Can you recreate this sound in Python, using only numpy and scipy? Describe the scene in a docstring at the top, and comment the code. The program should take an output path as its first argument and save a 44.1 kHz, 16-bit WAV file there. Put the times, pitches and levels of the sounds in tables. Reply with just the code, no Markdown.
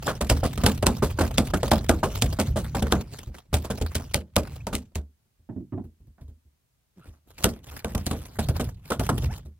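"""Wet slaps, plank knocks and hull booms: a big tuna thrashes on the deck of a small wooden boat.
Its tail cracks on the boards, its flank lands with a knock, and the hollow hull booms under the weight.
Between blows the slimy body slithers, squeaks and shudders, over the faint hush of a calm sea.
Midway it lies still, with a few dull knocks from the deck, then it starts again."""
import sys
import numpy as np
from scipy import signal
from scipy.fft import rfft, irfft, next_fast_len
from scipy.io import wavfile
from scipy.ndimage import uniform_filter1d, map_coordinates

SR = 44100
rng = np.random.default_rng(int(sys.argv[2]) if len(sys.argv) > 2 else 0)


def transcribe(signal):
    """Save signal, clipped to [-1, 1], as a 16-bit WAV file at the path in sys.argv[1]."""
    frames = np.atleast_2d(signal).T
    limited = np.clip(frames, -1, 1)
    pcm = np.round(limited * 32767).astype(np.int16)
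    wavfile.write(sys.argv[1], SR, pcm)


N = 422919
TIME_S = np.arange(N) / SR
AGE_S = np.arange(SR // 2) / SR  # time since a blow

# Hull modes. Each row: frequency in Hz, relative level in dB, T60 in seconds.
HULL_MODES = [(45.6, -10.5, 0.14), (55.74, -4, 0.17), (77, -2.5, 0.26), (93, -9, 0.14), (123, 1, 0.08)]
# Wood damping. Each row: frequency in Hz, T60 in seconds.
WOOD_T60 = [(250, 0.29), (600, 0.15), (2000, 0.12)]
# Spectra of planks, hollow corner, skin slap and rub. Each row: frequency in Hz, relative density in dB.
PLANK_SPECTRUM = [(110, -15), (140, -3), (172, -2.5), (207, 4), (260, -0.5), (350, -6.5), (450, -6),
                  (620, -5.5), (1000, -14), (1500, -15.5), (2300, -35.5)]
HOLLOW_SPECTRUM = [(70, -0.5), (95, 11), (170, 3.5), (250, 5.5), (370, -2), (480, -20.5), (640, -13),
                   (1200, -29), (2400, -42)]
SLAP_SPECTRUM = [(200, -21.5), (1300, -11.5), (2000, -6), (3100, -4.5), (6000, -9), (8500, -5),
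                 (15500, -17)]
RUB_SPECTRUM = [(60, 3), (250, 10.5), (700, 6.5), (2000, -0.5), (3200, 0), (15500, -6.5)]
# Fits of thrashing. Each row: start and end in seconds, hull shudder in dB, slither in dB.
BOUTS = [(0, 0.25, -38, -48.5), (.3, 3, -31.5, -43), (3.53, 4.1, -41, -47.5), (4.37, 4.76, -40.5, -50),
         (7.45, 7.53, -43, -47), (7.859, 8.2, -41.5, -45.5), (8.4, 8.68, -31, -45.5), (9, 9.31, -29.5, -44)]
# Body drags without a blow. Each row: start in seconds, length in seconds, level in dB.
DRAGS = [(0.052, .04, -42), (2.129, .06, -44.5), (3.132, .08, -40), (3.351, .04, -47), (4.005, .08, -53),
         (4.522, 0.024, -43), (6.985, 0.17, -58), (7.283, 0.067, -55.5), (7.399, .02, -41.5),
         (7.679, .1, -41), (8.264, .1, -50.5), (8.852, .03, -44.5), (9.179, 0.051, -49.5),
         (9.347, .03, -51.5)]
# Skin squeaks. Each row: start and length in seconds, start and end pitch in Hz,
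# relative level in dB, step per overtone in dB.
SQUEAKS = [(4.601, 0.018, 2340, 2700, -53.5, -27), (6.961, 0.064, 215, 140, -55, -13),
           (7.001, 0.067, 1300, 1410, -64, -12), (9.284, 0.048, 565, 1050, -47.5, -7)]
# Dry knocks. Each row: start in seconds, level in dB, tilt in dB per octave.
HOLLOW_KNOCKS = [(5.49, -36, 1.5), (5.559, -33, -6), (5.602, -39.5, -7.5), (5.722, -30.5, 1.5),
                 (5.775, -33.5, 1), (6.18, -59.5, 11.5)]
# Weight shifts. Each row: start in seconds, boom level in dB.
BUMPS = [(0.31, -21), (2.24, -23.5), (2.48, -26.5), (3.27, -36), (4.96, -35), (5.39, -60.5), (6.0, -54.5),
         (6.07, -51.5), (5.84, -45), (6.21, -43), (6.28, -47), (6.45, -59.5), (7.075, -46), (8.17, -38),
         (9.233, -28), (9.452, -41.5)]
# Flank landings. Each row: start in seconds, knock in dB, heft (boom over knock) in dB,
# contact time in seconds.
FLOPS = [(0.077, -24.5, -30.5, .013), (0.208, -29, -14, 0.0043), (0.431, -24, -5.5, .016),
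         (0.576, -33, -1, 0.0019), (0.635, -22, -1, .004), (0.825, -24.5, -6, .003), (1.022, -21, -5, .015),
         (1.186, -25, -12.5, 0.0065), (1.207, -22, -2.5, .006), (1.535, -22.5, -9, 0.0061),
         (1.63, -25.5, -5, 0.0017), (2.03, -22, -10, 0.0098), (2.387, -24, -8, 0.011),
         (2.558, -26, -5.5, .013), (2.747, -28, -12, .005), (2.822, -25.5, -2, .003),
         (3.528, -30.5, 5, .008), (3.646, -38.5, -7, .005), (3.7, -29, -4.5, .008),
         (3.812, -31, 4.5, 0.0051), (4.668, -32, -6, 0.0018), (4.727, -30, -2.5, .008),
         (7.845, -31, -5.5, 0.0013), (7.948, -29.5, 1.5, .002), (8.111, -29.5, -4.5, .002),
         (8.387, -26.5, -6, 0.0062), (8.486, -31, 5.5, 0.0029), (8.596, -27.5, -5, 0.0088),
         (8.902, -28.5, -11, 0.003), (8.915, -27.5, -22, 0.0098), (8.995, -29, -2.5, 0.0031),
         (9.09, -23, -5, 0.0044)]
# Tail blows. Each row: start in seconds, wet crack in dB, weight on the deck in dB.
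TAIL_SLAPS = [(0.213, -34, -32.5), (0.298, -23.5, -23.5), (0.663, -22, -21), (0.866, -22.5, -21),
              (1.381, -23.5, -19.5), (1.715, -25.5, -17), (1.893, -26, -17.5), (2.221, -24.5, -27.5),
              (2.399, -31, -30), (2.923, -27.5, -20), (3.541, -29, -29), (3.952, -30.5, -33),
              (4.143, -25, -29), (4.364, -24, -21), (4.751, -32, -42), (4.955, -38.5, -38),
              (7.442, -22, -21.5), (8.065, -33, -33)]


def amp(db):
    """Decibels to gain."""
    return 10 ** (np.asarray(db) / 20)


def unit(x):
    """Scale to rms 1."""
    return x / np.sqrt(np.mean(x ** 2) + 1e-20)


def burst(x, span_s):
    """Scale a blow to rms 1 over its first span_s."""
    return x / np.sqrt(np.mean(x[..., :int(span_s * SR)] ** 2) + 1e-20)


def along(points, hz):
    """Interpolate (Hz, value) points on a log frequency axis."""
    point_hz, values = np.transpose(points)
    return np.interp(np.log(hz + 1), np.log(point_hz + 1), values)


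def add(out, start_s, sound):
    """Mix a sound in at start_s."""
    out[:, round(start_s * SR):][:, :sound.shape[-1]] += sound


def filtered(x, response):
    """Apply a frequency response by FFT."""
    n = x.shape[-1]
    size = next_fast_len(n + SR // 10)
    return irfft(rfft(x, size) * response(np.fft.rfftfreq(size, 1 / SR)), size)[..., :n]


def coloured(x, gain):
    """Minimum-phase filter with the given gain over frequency."""
    def response(hz):
        cepstrum = irfft(np.log(gain(hz) + 1e-6))
        half = len(cepstrum) // 2
        cepstrum[1:half] *= 2
        cepstrum[half + 1:] = 0
        return np.exp(rfft(cepstrum))
    return filtered(x, response)


def wobble(rate_hz, n):
    """Smooth random curve of n samples."""
    knots = rng.standard_normal(int(n * rate_hz / SR) + 2)
    return map_coordinates(knots, [np.arange(n) * rate_hz / SR], mode="nearest")


def spatter(n, rate_hz, depth_db, width):
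    """Stereo noise in tiny clumps, as when a water film tears."""
    noise = rng.standard_normal(n) + width * rng.standard_normal((2, n))
    return noise * amp(depth_db * wobble(rate_hz, n))


def press(contact_s):
    """Force of soft flesh landing; peaks at contact_s."""
    u = AGE_S / max(contact_s, 1 / SR)
    return u * np.exp(1 - u)


def calm_sea():
    """Faint hush of open water."""
    return amp(-73.5) * unit(filtered(rng.standard_normal((2, N)), lambda hz: 1 + 900 / (hz + 50)))


def swell(start_s, end_s, rise_db_per_s, fall_db_per_s):
    """Gain that reaches 1 at start_s, holds, and decays after end_s."""
    before_s, after_s = np.maximum(start_s - TIME_S, 0), np.maximum(TIME_S - end_s, 0)
    return amp(-rise_db_per_s * before_s - fall_db_per_s * after_s)


def skin_contact(stuck_db=-4, peel_delay_s=0.066, peel_width_s=0.057, lift_db=-4.5, lift_s=0.018):
    """Rub gain: the skin clings after a blow, peels off, and lifts before the next."""
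    landings_s = np.sort([0, N / SR + 1] + [row[0] for row in TAIL_SLAPS + FLOPS])
    coming = np.searchsorted(landings_s, TIME_S, side="right")
    peel = np.exp(-((TIME_S - landings_s[coming - 1] - peel_delay_s) / peel_width_s) ** 2)
    lift = np.exp(-((landings_s[coming] - TIME_S) / lift_s) ** 2)
    return (amp(stuck_db) + peel) * amp(lift_db * lift)


def effort(drag_shudder_db=-5, rest_db=-74.5):
    """Shudder and slither gains from thrashing and dragging."""
    shudder, slither, drags = np.zeros((3, N))
    for start_s, end_s, shudder_db, slither_db in BOUTS:
        bout = swell(start_s, end_s, rise_db_per_s=501, fall_db_per_s=132.5)
        shudder += amp(shudder_db) * bout
        slither += amp(slither_db) * bout
    for start_s, length_s, db in DRAGS:
        drags += amp(db) * swell(start_s, start_s + length_s, rise_db_per_s=602.5, fall_db_per_s=328)
    return shudder + amp(drag_shudder_db) * drags + amp(rest_db), slither * skin_contact() + drags


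def squelch(x, depth_db=4):
    """Slime pockets open and close, each a brief resonance in the rub."""
    spectra = signal.stft(x, nperseg=256)[2]
    pockets = uniform_filter1d(rng.standard_normal(spectra.shape[1:]), size=6, axis=0)
    pockets = uniform_filter1d(pockets, size=8, axis=1)
    return signal.istft(spectra * amp(depth_db * unit(pockets)), nperseg=256)[1][:, :N]


def body_slither(gain, pops_per_s=60, dull_hz=3020, tear_db=-58.5):
    """Slimy skin peels and slips in wet ticks; a gentle rub tears no water film and loses treble."""
    pops = (rng.random(N) < pops_per_s / SR) * rng.random(N) ** 2
    peels = signal.fftconvolve(pops, press(contact_s=.003))[:N]
    slips = spatter(N, rate_hz=500, depth_db=3, width=.8) * (amp(2.5 * wobble(30, N)) + 4 * peels)
    bright = unit(coloured(squelch(slips), lambda hz: amp(along(RUB_SPECTRUM, hz))))
    dull = filtered(bright, lambda hz: 1 / (1 + (hz / dull_hz) ** 2))
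    tearing = gain / (gain + amp(tear_db))
    return gain * (tearing * bright + (1 - tearing) * dull)


def hull_shudder(gain):
    """The body's weight drives the hull modes at random."""
    def response(hz):
        return sum(amp(db) / (1 + ((hz - mode_hz) * t60_s / 3) ** 2) for mode_hz, db, t60_s in HULL_MODES)
    return gain * unit(filtered(rng.standard_normal(N), response))


def squeaks(jitter=0.044):
    """Stick-slip of wet skin on paint: short, unsteady glides."""
    out = np.zeros(N)
    for start_s, length_s, start_hz, end_hz, db, overtone_db in SQUEAKS:
        progress = np.clip((TIME_S - start_s) / length_s, 0, 1)
        pitch_hz = (start_hz + (end_hz - start_hz) * progress) * (1 + jitter * wobble(280, N))
        phase = 2 * np.pi * np.cumsum(pitch_hz) / SR
        grip = np.sin(np.pi * progress) * amp(3 * wobble(600, N))
        out += 2 * grip * sum(amp(db + k * overtone_db) * np.sin((k + 1) * phase) for k in range(4))
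    return out


def deck_spot(x, depth_db):
    """Each spot of the deck favours its own resonances, about a quarter octave wide."""
    ripple_db = depth_db * rng.standard_normal(size=40)
    return filtered(x, lambda hz: amp(map_coordinates(ripple_db, [5 * np.log2(1 + hz / 200)])))


def wood_knock(spectrum, tilt_db_per_oct, contact_s, attack_s=0.00044):
    """Dense, well damped wood modes; a harder blow tilts them toward the treble."""
    def timbre(hz):
        db = along(spectrum, hz) + tilt_db_per_oct * np.log2(np.clip(hz, 330, 1500))
        return amp(db) * hz / (hz + 100) / (1 + (hz / 2600) ** 4)
    modes = deck_spot(spatter(len(AGE_S), rate_hz=300, depth_db=2, width=.25), depth_db=2.5)
    band_hz, frame_s, spectra = signal.stft(modes, SR, nperseg=128)
    decay = amp(-60 * frame_s / along(WOOD_T60, band_hz)[:, None])
    ring = signal.istft(spectra * decay, SR, nperseg=128)[1][:, :len(AGE_S)]
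    force = 1 - np.exp(-AGE_S / attack_s) + 0.32 * press(contact_s)
    return burst(coloured(ring * force, timbre), span_s=.04)


def hull_boom(contact_s):
    """Low hull modes, driven a little differently by each blow."""
    hz, db, t60_s = np.transpose(HULL_MODES)[:, :, None]
    strength, detune, phase = rng.standard_normal((3, len(HULL_MODES), 1))
    envelopes = amp(db + 2 * strength - 60 * AGE_S / t60_s)
    modes = envelopes * np.sin(2 * np.pi * hz * (1 + 0.062 * detune) * AGE_S + np.pi * phase)
    attack = 1 - np.exp(-AGE_S / (contact_s + .005))
    return burst(modes.sum(0) * attack, span_s=.08)


def deck_blow(db, heft_db, contact_s):
    """Planks and hull answer together; more heft gives more boom and a duller knock."""
    tilt_db_per_oct = -1.2 - 0.26 * heft_db
    knock = wood_knock(PLANK_SPECTRUM, tilt_db_per_oct, contact_s)
    return amp(db) * (knock + amp(heft_db) * hull_boom(contact_s))


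def wet_slap(contact_s, spray_db=-9, spray_t60_s=0.11):
    """Wet skin cracks on the boards; spray and nearby surfaces answer."""
    spray = amp(spray_db - 60 * AGE_S / spray_t60_s + 2.8 * wobble(150, len(AGE_S)))
    spray *= 1 - np.exp(-AGE_S / contact_s)
    film = deck_spot(spatter(len(AGE_S), rate_hz=900, depth_db=3, width=.9), depth_db=1.5)
    splash = film * (press(0.93 * contact_s) + spray)
    return burst(coloured(splash, lambda hz: amp(along(SLAP_SPECTRUM, hz))), span_s=.04)


def hollow_knocks(pan_db=1):
    """Something dry bumps a hollow corner on the right while the fish rests."""
    out = np.zeros((2, N + SR))
    for start_s, db, tilt_db_per_oct in HOLLOW_KNOCKS:
        add(out, start_s, amp(db) * wood_knock(HOLLOW_SPECTRUM, tilt_db_per_oct, contact_s=0.017))
    return out[:, :N] * amp([[-pan_db], [pan_db]])


def weight_bumps(contact_s=0.013, knock_db=-12):
    """Slow, heavy contacts boom in the hull and barely wake the planks."""
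    out = np.zeros((2, N + SR))
    for start_s, db in BUMPS:
        boom = hull_boom(contact_s)
        knock = wood_knock(PLANK_SPECTRUM, tilt_db_per_oct=-10.5, contact_s=contact_s)
        add(out, start_s, amp(db) * (boom + amp(knock_db) * knock))
    return out[:, :N]


def flank_flops():
    """The soft flank lands with a woody knock and a small splash that grows with it."""
    out = np.zeros((2, N + SR))
    for start_s, db, heft_db, contact_s in FLOPS:
        splash_db = -22.5 + 0.54 * db
        add(out, start_s, deck_blow(db, heft_db, contact_s) + amp(splash_db) * wet_slap(contact_s))
    return out[:, :N]


def tail_slaps(skim_lead_s=.006, skim_db=-14):
    """The fin tip skims the deck, then the tail cracks down flat."""
    out = np.zeros((2, N + SR))
    for start_s, crack_db, weight_db in TAIL_SLAPS:
        add(out, start_s - skim_lead_s, amp(crack_db + skim_db) * wet_slap(contact_s=0.0023))
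        crack = amp(crack_db) * wet_slap(contact_s=.0009)
        boom_db = -18 + 0.42 * weight_db
        add(out, start_s, crack + deck_blow(weight_db, heft_db=boom_db - weight_db, contact_s=0.0016))
    return out[:, :N]


def from_right(x, lag_s):
    """The right channel leads the left by lag_s."""
    return filtered(x, lambda hz: np.exp(1j * np.pi * hz * lag_s * np.array([[-1], [1]])))


def scene(pan_db=.3):
    """Fish and deck slightly right, shifting further right from 5 to 6 s; sea all around."""
    shudder_gain, slither_gain = effort()
    boat = tail_slaps() + flank_flops() + weight_bumps()
    boat += body_slither(slither_gain) + hull_shudder(shudder_gain) + squeaks() + hollow_knocks()
    shift = np.clip(TIME_S - 5, 0, 1)
    placed = (1 - shift) * from_right(boat, lag_s=5e-5) + shift * from_right(boat, lag_s=8e-5)
    return placed * amp([[-pan_db], [pan_db]]) + calm_sea()


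def record(dry, low_hz=30, top_hz=16100):
    """Band limit: cuts the deepest rumble and the top treble."""
    return filtered(dry, lambda hz: (1 - np.exp(-(hz / low_hz) ** 4)) / (1 + (hz / top_hz) ** 100))


dry = scene()
out = record(dry)
transcribe(out)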